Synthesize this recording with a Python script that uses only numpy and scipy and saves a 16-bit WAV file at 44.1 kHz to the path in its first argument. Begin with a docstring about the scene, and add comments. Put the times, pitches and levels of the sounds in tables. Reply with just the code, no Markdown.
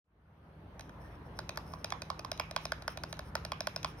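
"""At a desk in a quiet room, a phone lies close to a mechanical keyboard while a finger works one long key.
Each landing, release and touch rings the damped modes of key and case, with a short noise crack and a rebound;
a wall and the dying noise of the room answer. Soft shaped noise makes the sliding of finger and stem.
Noise hiss, noise rumble and drifting sine hum fade in underneath."""
import sys
import numpy as np
from scipy import signal
from scipy.fft import rfft, irfft, next_fast_len
from scipy.io import wavfile
from scipy.ndimage import uniform_filter1d, map_coordinates

SR = 44100
rng = np.random.default_rng(int(sys.argv[2]) if len(sys.argv) > 2 else 0)


def level_to_linear(level):
    """Convert decibel levels to linear amplitude factors, elementwise."""
    exponent = np.asarray(level, float) / 20
    return 10 ** exponent


def to_wav(s):
    """Save 16-bit WAV."""
    ch = np.atleast_2d(s).T  # columns
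    pcm = np.round(np.clip(ch, -1, 1) * 32767)  # PCM
    wavfile.write(sys.argv[1], SR, pcm.astype(np.int16))


N = 176400

# modes of key and case: pitch_hz, press_db, release_db, touch_db, t60_s, left_over_right_db, left_leads_rad
KEY_MODES = [(638, 13.5, 13, 1.5, 0.019, -2.5, 0.55), (876, 5, -4, -1, 0.018, -2, 1),
             (1053.4, 12, -5.5, -4.5, 0.014, -13.5, 0.16), (1464, 10, -3.5, 0, 0.012, -5, 0.5),
             (1768, -1.5, -12, -7, 0.022, -14, -1.5), (2252, -3.5, -25, -7, 0.014, -4, 1.32),
             (2453, -11.5, -8.5, -9.5, 0.021, -4, 1.5), (3330, -8, -13.5, -7.5, 0.018, 0, 0.25),
             (3924, -1.5, -1.5, 1.5, 0.011, -2, 2), (4535, -6, -9, -11.5, 0.019, -2.5, 1.75),
             (5216, 0.5, 17.5, -2.5, 0.013, 0.5, 1.22), (6080, -7.5, -2.5, 3, 0.0082, -3.5, 1.96),
             (6940, 1, -8, 2, 0.0069, 5.5, 3.5), (9340, 12, -1.5, -4, 0.0057, -0.5, 1.68),
             (10500, 13, -4, 1, 0.0036, -1, 1.8), (11450, 12, -10.5, -1.5, 0.0058, -1, 1.95),
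             (13070, 11, -9, -10, 0.0057, -2, 4.5), (14960, 5, -10, -8, 0.009, 1, -2.5)]


def unit(x):
    """Scales to rms 1."""
    return x / np.sqrt(np.mean(x ** 2) + 1e-20)


def along(points, hz):
    """Reads a curve of (Hz, value) points on a log frequency axis."""
    f, v = np.transpose(points)
    return np.interp(np.log(hz + 1), np.log(f + 1), v)


def wobble(rate):
    """A smooth random curve, rate knots a second."""
    knots = rng.standard_normal(int(N * rate / SR) + 4)
    return map_coordinates(knots, [np.arange(N) * rate / SR])


def filtered(x, response):
    """Multiplies the spectrum of x by a complex response of frequency."""
    n = x.shape[-1]
    m = next_fast_len(n + 2048, True)
    return irfft(rfft(x, m) * response(np.fft.rfftfreq(m, 1 / SR)), m)[..., :n]


def rush(spectrum, alike, lead, patchy_db):
    """Stereo noise of rms 1: patches of random gain, then colour, left-right likeness and phase by frequency."""
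    z = signal.stft(rng.standard_normal((2, N)), nperseg=512)[2]
    field = uniform_filter1d(rng.standard_normal(z.shape[1:]), size=6, axis=0)
    field = uniform_filter1d(field, size=10, axis=1)
    pair = signal.istft(z * level_to_linear(patchy_db * unit(field)), nperseg=512)[1][:, :N]

    def mid_and_side(hz):
        turn = np.arccos(np.clip(along(alike, hz), -1, 1)) / 2
        return level_to_linear(along(spectrum, hz)) * [np.cos(turn), np.sin(turn)]

    mid, side = filtered(pair, mid_and_side)
    left_right = np.array([mid + side, mid - side])
    return unit(filtered(left_right, lambda hz: np.exp(.5j * along(lead, hz) * [[1], [-1]])))


def key():
    """Presses, releases and fingertip touches weight the same modes differently."""
    # key bottoms out: start_s, click_db, then over the click: case_thud_db, right_end_ring_db,
    # left_end_ring_db, plate_ring_db, treble_snap_db
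    presses = [(1.3889, -30, -8.5, -11, -4, -5.5, -16.5), (1.5731, -28.5, -10, -14, -5.5, -6.5, -13),
               (1.7358, -41, -6.5, 2, -9, -4, -32), (1.9218, -29, -6, -3, -6.5, 7, -25),
               (2.101, -28, -10, -4, -18, -3.5, -23), (2.247, -33.5, -14, -4.5, -18, -2, -19),
               (2.397, -25.5, -6.5, -6, -8, 4.5, -15.5), (2.5623, -22, -9.5, -6.5, -9.5, 0.5, -20),
               (2.7194, -24.5, -7.5, -12.5, -1.5, 0.5, -19.5), (2.8783, -27, -8.5, -12.5, -2, -1.5, -15),
               (3.0353, -30.5, -9.5, -8.5, -4.5, -4, -15), (3.1913, -33, -6, -10.5, -4, -2, -15.5),
               (3.3526, -24, -6.5, -16, -4.5, -6, -16), (3.5185, -27, -6, -5, -8.5, 4, -20),
               (3.6703, -24, -6, -10, -6, 0, -13.5), (3.8452, -26, -7, -5, -9.5, 2.5, -47)]
    # key springs back against its stop: start_s, click_db, then over the click: case_thud_db, stem_ring_db
    releases = [(1.4917, -26.5, -12.5, -24), (1.8435, -24.5, -9, -16.5), (2.0187, -28.5, -14, -18.5),
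                (2.1925, -31, -10.5, -18.5), (2.3157, -25, -9, -15), (2.5103, -32.5, -9.5, -18),
                (2.653, -26, -8.5, -14.5), (2.8215, -38, -6, -22), (2.9726, -30, -9, -25),
                (3.1267, -28, -11, -26), (3.4493, -28.5, -10.5, -16.5), (3.6053, -25, -9, -12),
                (3.7612, -25.5, -10.5, -12.5)]
    # fingertip lands on the cap: start_s, click_db, low_knock_db over the click
    touches = [(0.794, -40, 3), (0.808, -40, -4), (.8934, -52.5, 11), (1.558, -47, 2), (1.9032, -35, -6),
               (2.3753, -42, -10), (3.169, -51, 6), (3.8295, -35.5, -5)]
    _, press, release, touch, *_ = np.transpose(KEY_MODES)
    one = np.eye(len(KEY_MODES))
    thud, right, left, plate, stem = one[0], one[2], one[3] + one[4], one[5:8].sum(axis=0), one[10]
    knock, snap = np.arange(len(KEY_MODES)) < 5, np.arange(len(KEY_MODES)) > 12
    rows = [(s, db, press + a * thud + b * right + c * left + d * plate + e * snap)
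            for s, db, a, b, c, d, e in presses]
    rows += [(s, db, release + a * thud + b * stem) for s, db, a, b in releases]
    rows += [(s, db, touch + a * knock) for s, db, a in touches]
    times, click_db, mode_db = map(np.array, zip(*rows))
    out = np.zeros((2, N + SR))
    for s, blow in zip(times, blows(click_db, mode_db)):
        out[:, round(s * SR):][:, :blow.shape[1]] += blow
    return out[:, :N]


def blows(click_db, mode_db):
    """Each contact rings every mode, high ones first, with a short crack and a rebound; the room answers."""
    crack_tone = [(1500, -17), (2500, 2), (5500, -6), (7300, -5.5), (9500, -6.5), (12000, -22),
                  (13500, -6.5), (15300, -19), (16500, -33)]  # colour of the crack: pitch_hz, level_db
    crack_db, crack_t60_s = -8, 0.014
    crack_lead_s = 0.0001  # the crack comes first on the left
    rise_cycles = 1.52  # each mode builds up
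    scatter_db, detune, slip_rad = 1.2, .008, .3  # random level, relative pitch and phase of each mode
    contact_s, lowest_hz = 0.001, 554  # the contact swells in; the small case radiates little lower
    rebound_s, rebound_db = 0.001989, -10.5  # the second end of the cap lands just after
    far_t60_s = 0.011  # from afar the blow sounds shorter and broader

    # axes: left-right, blow, mode, time
    hz, _, _, _, t60, pan_db, lead = np.transpose(KEY_MODES)[:, :, None]
    t, side = np.arange(SR // 40) / SR, np.array([.5, -.5])[:, None, None, None]
    tune, size, phase, land = np.moveaxis(rng.standard_normal(mode_db.shape + (4,)), -1, 0)[..., None]
    hz = hz * (1 + detune * tune)
    decay = level_to_linear(mode_db[..., None] + scatter_db * size - 60 * t / t60)
    rise = np.sin(np.pi / 2 * np.clip(t * hz / rise_cycles, 0, 1)) ** 2
    tones = np.sin(2 * np.pi * hz * t + slip_rad * phase + side * lead)
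    ring = (decay * rise * level_to_linear(side * pan_db) * tones).sum(axis=2).swapaxes(0, 1)

    def crack_response(f):
        return level_to_linear(along(crack_tone, f)) * np.exp(2j * np.pi * f * crack_lead_s * side[:, 0, 0])

    grit = unit(filtered(rng.standard_normal(ring[:, :1].shape), crack_response))
    crack = level_to_linear(crack_db - 60 * t / crack_t60_s) * grit
    x = (ring + crack) * np.clip(t / contact_s, 0, 1) ** 2
    case = signal.butter(6, lowest_hz, 'high', fs=SR, output='sos')
    second_s = rebound_s * (1 + 0.064 * land[:, :1])  # varies from blow to blow
    x = filtered(signal.sosfilt(case, x), lambda f: 1 + level_to_linear(rebound_db) * np.exp(-2j * np.pi * f * second_s))
    out = signal.fftconvolve(x * level_to_linear(-60 * t / far_t60_s), tails(count=len(click_db)), axes=2)
    out[..., :len(t)] += x
    return level_to_linear(click_db)[:, None, None] * out


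def tails(count):
    """Room answers, one for each blow: two wall echoes, and noise dying by band."""
    room_bands = [(497, 0.066, 4.5), (1110, 0.17, 2.5), (1580, 0.73, -12), (2830, 0.3, -0.5),
                  (4840, 0.34, -12), (10400, 0.69, -18), (15300, 0.12, -12.5)]  # the dying noise: pitch_hz, t60_s, level_db
    wall_s, wall_db, wall_top_hz, room_db = .0113, -10.5, 6540, -5.5
    f, t60, db = np.transpose(room_bands)
    hz, t, z = signal.stft(rng.standard_normal((count, 2, SR // 5)), SR, nperseg=256)
    gain = level_to_linear(along(np.c_[f, db], hz)[:, None] - 60 * t / along(np.c_[f, t60], hz)[:, None])
    tail = signal.istft(z * gain, SR, nperseg=256)[1]
    tail = level_to_linear(room_db) * tail / np.linalg.norm(tail, axis=-1).mean()
    echoes = np.isin(np.arange(tail.shape[-1]), [20, 130]) * level_to_linear(wall_db)  # samples after wall_s
    tail = tail + filtered(echoes, lambda f: 1 / (1 + (f / wall_top_hz) ** 4))
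    return np.pad(tail, ((0, 0), (0, 0), (round(wall_s * SR), 0)))


def slide():
    """Skin and stem rub softly in short strokes; the grainy hiss takes the colour of the cap."""
    # finger or stem rubs, and a duller scrape of skin: start_s, length_s, level_db before the grain
    slides = [(.81, 0.077, -76), (1.004, 0.085, -72), (1.101, 0.063, -73), (1.254, 0.025, -71),
              (1.36, 0.043, -65.5), (1.664, 0.09, -63), (1.746, 0.12, -75), (2.618, 0.032, -57),
              (2.887, 0.047, -61), (3.085, 0.039, -64), (3.244, 0.055, -66.5), (3.862, 0.065, -65.5),
              (3.975, 0.049, -62.5)]
    scrapes = [(1.035, 0.046, -59.5)]
    # their colours: pitch_hz, level_db
    slide_tone = [(1200, -15), (1700, -13), (3000, -6), (4800, -4), (5250, 9.5), (6200, -1), (7300, -35),
                  (8500, -1.5), (9500, 0), (12000, -5.5), (13500, -15), (15200, -3), (16500, -40)]
    scrape_tone = [(1500, -14), (1800, 10), (2150, -40)]
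    edge_s = 0.025  # ramp centred on each end of a stroke
    t = np.arange(N) / SR

    def strokes(rows):
        return sum(level_to_linear(db) * np.clip(np.minimum(t - s, s + length - t) / edge_s + .5, 0, 1)
                   for s, length, db in rows)

    def rub(tone):
        return rush(tone, [(5000, 0.85)], [(5000, 1.5)], patchy_db=1.0)

    grain = level_to_linear(2.0 * wobble(30.02) + 2.2 * wobble(250))
    return grain * (strokes(slides) * rub(slide_tone) + strokes(scrapes) * rub(scrape_tone))


def room():
    """Patchy noise hiss, near-mono noise rumble and wavering sine hum share one fade-in."""
    # noise colours: pitch_hz, level_db per Hz
    air = [(190, -17), (250, -5.5), (400, -7), (672, -9.5), (961, -9), (1560, -15.5), (3000, -27),
           (5250, -39.5), (7250, -45), (8670, -40.5), (11100, -45), (13500, -41), (15100, -50),
           (16500, -68)]
    low_air = [(20, -35), (32, -13), (42, -11.5), (60, 1.5), (108, -1.5), (156, -2.5), (222, -8.5),
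               (260, -18.5), (340, -68)]
    # left-right likeness of hiss and rumble: pitch_hz, likeness (1 is mono)
    air_alike = [(180, 0.93), (550, 0.77), (1650, 0.041), (4970, 0.24), (15000, -0.33)]
    bass_alike = [(100, .997)]
    air_turn = [(0, 1), (1810, 0), (2500, -3.5), (4130, 5), (5000, -6), (5860, -21.5), (8180, -1),
                (9820, 10), (13000, 10), (16300, 6)]  # phase of the hiss: pitch_hz, left_leads_rad
    hum_tones = [(55, -1.5, 1.24), (77, -1.5, 1.7), (100.1, -4.5, 1.9), (118.2, -6, 1.9),
                 (158.1, -0.5, 0.36), (194.6, -7, 1.15), (234.2, -16, 1.2), (300, -14, 3.07)]  # pitch_hz, level_db (peak over hiss rms), waver_hz
    fade_from_s, fade_s, fade_bend, hiss_db = 0.037, 1.02, 1.07, -53.5
    hiss = rush(air, air_alike, air_turn, patchy_db=1.76)
    # the rumble wavers about the level of the hiss
    rumble = level_to_linear(2.5 * wobble(2.95)) * rush(low_air, bass_alike, [(100, 0)], patchy_db=0.0)
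    hum = sum(level_to_linear(db + 2.05 * wobble(7.16)) * np.sin(2 * np.pi * np.cumsum(hz + waver * wobble(9)) / SR)
              for hz, db, waver in hum_tones)
    fade = np.clip((np.arange(N) / SR - fade_from_s) / fade_s, 0, 1) ** fade_bend
    return level_to_linear(hiss_db) * fade * (hiss + rumble + hum)


def scene():
    """Key, sliding hiss and room."""
    return key() + slide() + room()


def low_pass(x):
    """Removes everything above the highest recorded frequency."""
    return signal.sosfilt(signal.butter(12, 16750, fs=SR, output="sos"), x)


def record(dry):
    """The treble of the whole mix dips near 7 and 14 kHz and is cut steeply above 16.6 kHz."""
    treble_response = [(6500, -0.72), (7100, -17), (8000, -10), (8600, -3), (12600, 0.4), (13200, -8),
                       (14000, -19), (14600, -3.5), (16600, 9), (16760, -60)]  # treble response of the whole mix: pitch_hz, level_db
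    mix = filtered(dry, lambda hz: level_to_linear(along(treble_response, hz)))
    return low_pass(mix)


dry = scene()
out = record(dry)
to_wav(out)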